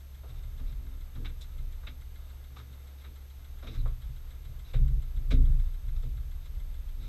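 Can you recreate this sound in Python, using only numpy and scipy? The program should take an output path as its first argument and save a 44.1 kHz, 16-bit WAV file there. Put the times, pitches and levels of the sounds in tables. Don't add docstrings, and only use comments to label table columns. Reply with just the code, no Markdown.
import sys
import numpy as np
from scipy import signal
from scipy.fft import rfft, irfft, next_fast_len
from scipy.io import wavfile
from scipy.ndimage import uniform_filter1d

SR = 44100
rng = np.random.default_rng(int(sys.argv[2]) if len(sys.argv) > 2 else 0)


def pcm_store(signal):
    levels = np.round(np.clip(np.atleast_2d(signal), -1, 1) * 32767)
    wavfile.write(sys.argv[1], SR, levels.astype(np.int16).T)


N = 312228
TIME = np.arange(N) / SR

# pitch_hz, width_hz, relative_level_db
POLE_MODES = [(480, 110, 0), (790, 220, -6), (1240, 140, 1), (1540, 130, 0), (2200, 260, 0),
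              (2730, 260, -2), (3600, 300, 0), (3860, 280, 1.5), (5200, 1100, -10), (7200, 1300, -16),
              (11500, 3000, -22)]
# pitch_hz, relative_level_db, t60_s
DECK_MODES = [(118.9, -5, 1), (126.2, -3, 0.65), (151.3, 0, 0.26), (205.5, -7.5, 0.15), (247.6, -2, 0.23),
              (260.5, -3, 0.35), (295.8, -8, 0.19), (330.5, -9.5, 0.15), (380, -16.5, 0.085),
              (435.3, -5.5, 0.17), (487.6, -10, 0.07), (558, -18, 0.2)]
# start_s, rise_s, hold_s, frame_sway_db, plank_boom_db, joint_groan_db
WEIGHT_SHIFTS = [(0.22, 0.052, 0.25, -51, -51, -74), (0.57, 0.042, 0.12, -34, -53, -63),
                 (0.757, 0.057, 0.14, -51, -67, -61), (1.136, 0.037, 0.081, -36.5, -48.5, -53),
                 (1.533, 0.056, 0.049, -33.5, -50, -68.5), (1.86, 0.023, 0.033, -57, -56, -60),
                 (2.497, 0.027, 0.2, -56, -55, -67), (3.052, 0.023, 0.025, -49.5, -64, -63),
                 (3.638, 0.054, 0.031, -43, -46, -52), (3.744, 0.035, 0.095, -28, -39.5, -66),
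                 (4.052, 0.034, 0.018, -38.5, -46.5, -79), (4.446, 0.039, .02, -44, -46, -76),
                 (4.726, 0.056, 0.026, -20.5, -29.5, -54), (4.84, 0.031, 0.087, -25.5, -38.5, -60),
                 (5.133, 0.045, 0.041, -28.5, -46, -61), (5.268, 0.073, 0.056, -17, -31, -51),
                 (5.424, 0.068, 0.044, -20, -35, -60.5), (5.808, 0.062, 0.11, -29.5, -49, -78),
                 (6.026, .03, 0.031, -33, -43, -60), (6.14, 0.034, .03, -36.5, -47.5, -76),
                 (6.52, 0.046, 0.058, -36.5, -58, -85), (6.963, 0.036, .08, -49, -52.5, -60)]


def amp(db):
    return 10 ** (np.asarray(db) / 20)


def unit(x):
    return x / np.sqrt(np.mean(x ** 2) + 1e-20)


def read(points, hz):
    point_hz, db = np.transpose(points)
    return np.interp(np.log(hz + 1), np.log(point_hz), db)


def add(mix, start_s, sound):
    part = mix[max(round(start_s * SR), 0):][:len(sound)]
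    part += sound[:len(part)]


def colour(x, points):
    size = next_fast_len(len(x) + 2048)
    gain = amp(read(points, np.fft.rfftfreq(size, 1 / SR)))
    return irfft(rfft(x, size) * gain, size)[:len(x)]


def resonate(x, modes):
    total = 0
    for k, (hz, width, db) in enumerate(modes):
        b, a = signal.iirpeak(hz, hz / width, SR)
        total = total + (-1) ** k * amp(db) * signal.lfilter(b, a, x)
    return total


def smooth(x, seconds):
    size = max(int(seconds * SR), 1)
    return uniform_filter1d(uniform_filter1d(x, size), size)


def steadied(x, seconds):
    return x / np.sqrt(abs(smooth(x ** 2, seconds)) + 1e-20)


def slips(size, per_s, spread_db):
    chance = rng.random(size)
    strength = np.clip(rng.standard_normal(size), -2, 2)
    sign = rng.choice([-1., 1.], size)
    return sign * amp(spread_db * strength) * (chance < per_s / SR)


def knocks(direct_db=-9):
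    # start_s, hollow_body_db, crack_db, splinters_db, brightness_db_per_octave, swell_s, t60_s
    # (the levels are RMS over the first 40 ms; brightness tilts 1 to 8 kHz)
    knock_list = [(0.231, -60, -66, -86, -18, .004, .15), (0.588, -65, -66, -74, -6, 0.0096, 0.21),
                  (1.155, -73, -66, -77, -9, 0.0062, .13), (1.244, -73, -50, -71, 0.5, .011, 0.14),
                  (1.406, -76, -58.5, -64, 15, 0.011, 0.093), (1.826, -72, -62, -77, -11, 0.011, .16),
                  (1.866, -66, -49.5, -83, 2, 0.0092, 0.11), (2.558, -71, -56.5, -64, -9.5, .012, 0.17),
                  (2.587, -70, -61.5, -68, -8, .011, 0.16), (3.036, -71, -58.5, -81, -2, 0.013, .15),
                  (3.625, -58, -59, -64, -12, 0.0042, 0.32), (3.667, -62, -54, -72, 3, 0.0071, 0.11),
                  (3.741, -73, -61.5, -67, -3, .012, 0.2), (3.851, -55.5, -57, -74, -17, 0.0065, 0.18),
                  (4.733, -51, -52.5, -72, -0.5, 0.0092, 0.14), (5.304, -49, -45.5, -59, 2.5, 0.01, .14),
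                  (5.96, -82, -67, -71, -6, 0.006, 0.09), (6.03, -61.5, -70, -69, -11, .008, 0.17)]
    # low_hz, high_hz
    knock_bands = [(330, 705), (850, 4150), (4300, 18000)]
    # pitch_hz, relative_level_db
    snap = [(400, 2), (800, -3.5), (1500, 5.5), (2800, -3), (3800, 8), (4500, -14.5), (8000, -9.5),
            (13000, -36)]
    out, t = np.zeros(N), np.arange(SR // 4) / SR
    for start_s, hollow_db, crack_db, splinters_db, brightness, swell, t60 in knock_list:
        shape = np.minimum((t + .001) / swell, 1) * amp(-60 * np.maximum(t - swell, 0) / t60)
        grit = slips(len(t), 4000, 6.3) + 0.08 * rng.standard_normal(len(t))
        volley = steadied(grit, 0.0045) * shape
        dry_snap = colour(slips(len(t), 6000, 3), snap) / np.sqrt(6000 / SR)
        direct = amp(direct_db) * dry_snap * shape
        tilt = [(1000, 0), (8000, 3 * brightness)]
        ring = colour(resonate(volley, POLE_MODES) + direct, tilt)
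        for band, db in zip(knock_bands, (hollow_db, crack_db, splinters_db)):
            band_filter = signal.butter(4, band, "bandpass", fs=SR, output="sos")
            part = signal.sosfilt(band_filter, ring)
            add(out, start_s, amp(db) * part / part[t < .04].std())
    return out


def glide(hz, width_hz):
    a, b = rng.standard_normal((2, len(hz)))
    blur = signal.lfilter([1], [1, -np.exp(-np.pi * width_hz / SR)], a + 1j * b)
    carrier = np.exp(2j * np.pi * np.cumsum(hz) / SR)
    return steadied((blur * carrier).real, 0.0019)


def clunk(width_hz=70, sink_s=0.0155):
    # start_s, first_hz, last_hz, level_db, t60_s
    start_s, first_hz, last_hz, db, t60 = (3.853, 1400, 1100, -48, .13)
    out, t = np.zeros(N), np.arange(SR // 5) / SR
    pitch = last_hz + (first_hz - last_hz) * np.exp(-t / sink_s)
    tone = resonate(glide(pitch, width_hz), [(1250, 620, 0)])
    attack = 1 - np.exp(-t / 0.0072)
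    add(out, start_s, tone * amp(db - 60 * t / t60) * attack)
    return out


def squeaks(width_hz=220):
    # start_s, length_s, pitch_hz, level_db
    squeak_list = [(1.406, .035, 3800, -58), (3.777, .05, 3860, -61.5), (4.642, .03, 3850, -66),
                   (4.692, 0.021, 3800, -65), (6.992, 0.12, 3850, -65.5)]
    out = np.zeros(N)
    for start_s, length, hz, db in squeak_list:
        size = int(length * SR)
        tone = resonate(glide(np.full(size, hz), width_hz), [(hz, 500, 0)])
        add(out, start_s, amp(db) * unit(tone) * signal.windows.tukey(size, .6))
    return out


def thuds(trim_db=-2):
    # start_s, level_db before the trim, contact_s
    footfalls = [(0.234, -62, 0.001), (0.597, -48.5, 0.0012), (1.169, -40.5, 0.0026), (1.873, -58, 0.00087),
                 (2.577, -53.5, 0.001), (3.054, -81, 0.001), (3.636, -45, 0.001), (3.78, -43.5, 0.002),
                 (4.751, -48, 0.001), (4.791, -45, 0.0008), (5.317, -26.5, 0.0016), (5.383, -36, 0.001),
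                 (6.047, -49.5, 0.0014)]
    out, t = np.zeros(N), np.arange(SR) / SR
    for start_s, db, contact in footfalls:
        ring = np.zeros(len(t))
        for hz, mode_db, t60 in DECK_MODES:
            decay = amp(mode_db - 60 * t / t60)
            softening = 1 + (hz * contact) ** 2
            ring += decay / softening * np.sin(2 * np.pi * (hz * t + rng.random()))
        add(out, start_s, amp(db + trim_db) * ring * (1 - np.exp(-t / 0.01)))
    return out


def loading(levels_db, fall_db_per_s, rest_db, follow):
    # time_s, level_db (only its departure from the mean counts)
    unrest_curve = [(0, -57), (0.38, -36.5), (1.7, -39), (2.42, -46), (2.6, -58), (3.3, -52), (3.55, -41.5),
                    (4.65, -40.5), (6.0, -37), (7.08, -32)]
    unrest = np.interp(TIME, *np.transpose(unrest_curve))
    power = amp(rest_db + follow * (unrest - unrest.mean())) ** 2
    for (start_s, rise, hold, *_), db in zip(WEIGHT_SHIFTS, levels_db):
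        attack = np.clip((TIME - start_s) / rise, 0, 1)
        release_s = np.maximum(TIME - start_s - rise - hold, 0)
        power = power + (attack * amp(db - fall_db_per_s * release_s)) ** 2
    return np.sqrt(power)


def sway(frame_rest_db=-43, planks_rest_db=-59, planks_follow=0.32):
    # pitch_hz, relative_level_db
    frame_spectrum = [(8, -55), (20, -20), (25, -8.5), (29, 11.5), (33, -3.5), (38, -3.5), (45, -7),
                      (56, -2.5), (66, -14), (80, -19.5), (130, -43), (400, -130)]
    # pitch_hz, relative_level_db
    plank_spectrum = [(20, -62), (55, -23), (82, -17), (95, -12.5), (112, 12), (128, 7.5), (140, 2.5),
                      (149, -7), (170, -14), (230, -40), (900, -130)]
    *_, frame_db, planks_db, _ = np.transpose(WEIGHT_SHIFTS)
    rocking = steadied(colour(rng.standard_normal(N), frame_spectrum), 0.16)
    booming = steadied(colour(rng.standard_normal(N), plank_spectrum), 0.071)
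    rocking = rocking * loading(frame_db, 73, frame_rest_db, 0.85)
    booming = booming * loading(planks_db, 120, planks_rest_db, planks_follow)
    return rocking + booming


def groan(rest_db=-73, follow=0.18, upper_db=-7, fall_db_per_s=167):
    *_, joints_db = np.transpose(WEIGHT_SHIFTS)
    modes = [(hz, 1.77 / t60, db + upper_db * (hz > 400))
             for hz, db, t60 in DECK_MODES if hz > 180]
    ring = steadied(resonate(slips(N, 300, 4.0), modes), 0.016)
    return ring * loading(joints_db, fall_db_per_s, rest_db, follow)


def rubs(trim_db=-1, taper=0.62):
    # start_s, length_s, level_db before the trim
    rub_list = [(0.283, .04, -65), (0.32, 0.094, -66), (0.651, 0.07, -62.5), (2.975, .06, -65),
                (3.652, 0.13, -58.5), (4.64, 0.093, -62), (6.386, 0.13, -67.5), (6.985, 0.14, -61.5)]
    spectrum = [(500, 5), (1300, 2), (2700, 3.5), (3700, 10), (6000, 4), (12000, -17)]  # Hz, dB
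    grains = colour(resonate(slips(N, 2500, 4.3), POLE_MODES), spectrum)
    level = np.zeros(N)
    for start_s, length, db in rub_list:
        add(level, start_s, amp(db + trim_db) * signal.windows.tukey(int(length * SR), taper))
    return unit(grains) * level


def ticking(level_db=-60, uneven_db=0.9, t60=0.08, high_t60=0.042):
    # pitch_hz, width_hz, relative_level_db, delay_s
    tick_modes = [(7700, 710, -7.5, 0.00062), (3894, 380, -5.5, 0.0041), (3370, 440, -3.5, 0),
                  (2113, 82, -7, 0.0021), (1440, 470, -4, .005)]
    # time_s, relative_level_db
    strength_curve = [(0, -5.5), (1.5, -1.5), (4, -3), (5, -1), (7, -3.5)]
    first_s, gap_s = .006, .14337
    out, t = np.zeros(N), np.arange(SR // 10) / SR
    for start_s in np.arange(first_s, TIME[-1], gap_s):
        strength_db = level_db + np.interp(start_s, *np.transpose(strength_curve))
        for hz, width, db, delay in tick_modes:
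            burst = rng.standard_normal(len(t)) * amp(-60 * t / (high_t60 if hz > 6000 else t60))
            ring = resonate(resonate(burst, [(hz, width, 0)]), [(hz, 2 * width, 0)])
            peak = np.sqrt(smooth(ring ** 2, 0.005).max())
            size = amp(strength_db + db + uneven_db * rng.standard_normal())
            add(out, start_s + delay - .003, size * ring / peak)
    return out


def background(hiss_db=-64.5, peaks_db=-68, waver_db=1.47, hum_db=-46.0, hum_hz=68.15):
    # pitch_hz, relative_level_db per Hz
    hiss_spectrum = [(40, -52), (100, -9), (170, -1.5), (350, -12), (900, -15), (1300, -25), (1870, -15.5),
                     (3700, -17), (4400, -19), (6500, -23), (9000, -24), (13000, -28), (15000, -29.5)]
    # pitch_hz, width_hz, relative_level_db
    narrow_modes = [(468, 250, 8), (1320, 303, 7), (1670, 60, 7), (2077, 83, 2.5), (3670, 250, 4),
                    (8020, 120, 0.5)]
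    hiss = unit(colour(rng.standard_normal(N), hiss_spectrum))
    waver = unit(smooth(rng.standard_normal(N), 0.071))
    peaks = resonate(rng.standard_normal(N), narrow_modes)
    peaks = unit(colour(peaks, [(8500, -3), (12000, -38)]))
    hum = np.sqrt(2) * np.sin(2 * np.pi * hum_hz * TIME)
    return amp(hiss_db) * hiss + amp(peaks_db + waver_db * waver) * peaks + amp(hum_db) * hum


def whine(first_db=-80, second_db=-69, scan_hz=6307.8, picture_hz=29.97):
    cycle = (TIME * picture_hz) % 1
    phase = 2 * np.pi * scan_hz * cycle / picture_hz
    running = smooth((cycle < .943) * 1., .0003)
    tones = amp(first_db) * np.sin(phase) + amp(second_db) * np.sin(2 * phase)
    return np.sqrt(2) * running * tones


def scene():
    platform = knocks() + clunk() + squeaks() + thuds() + sway() + groan() + rubs()
    return (platform + ticking() + background() + whine())[None]


def record(dry):
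    taps = signal.firwin(511, 15100, window=("kaiser", 9), fs=SR)
    return signal.oaconvolve(dry, taps[None], "same")


dry = scene()
out = record(dry)
pcm_store(out)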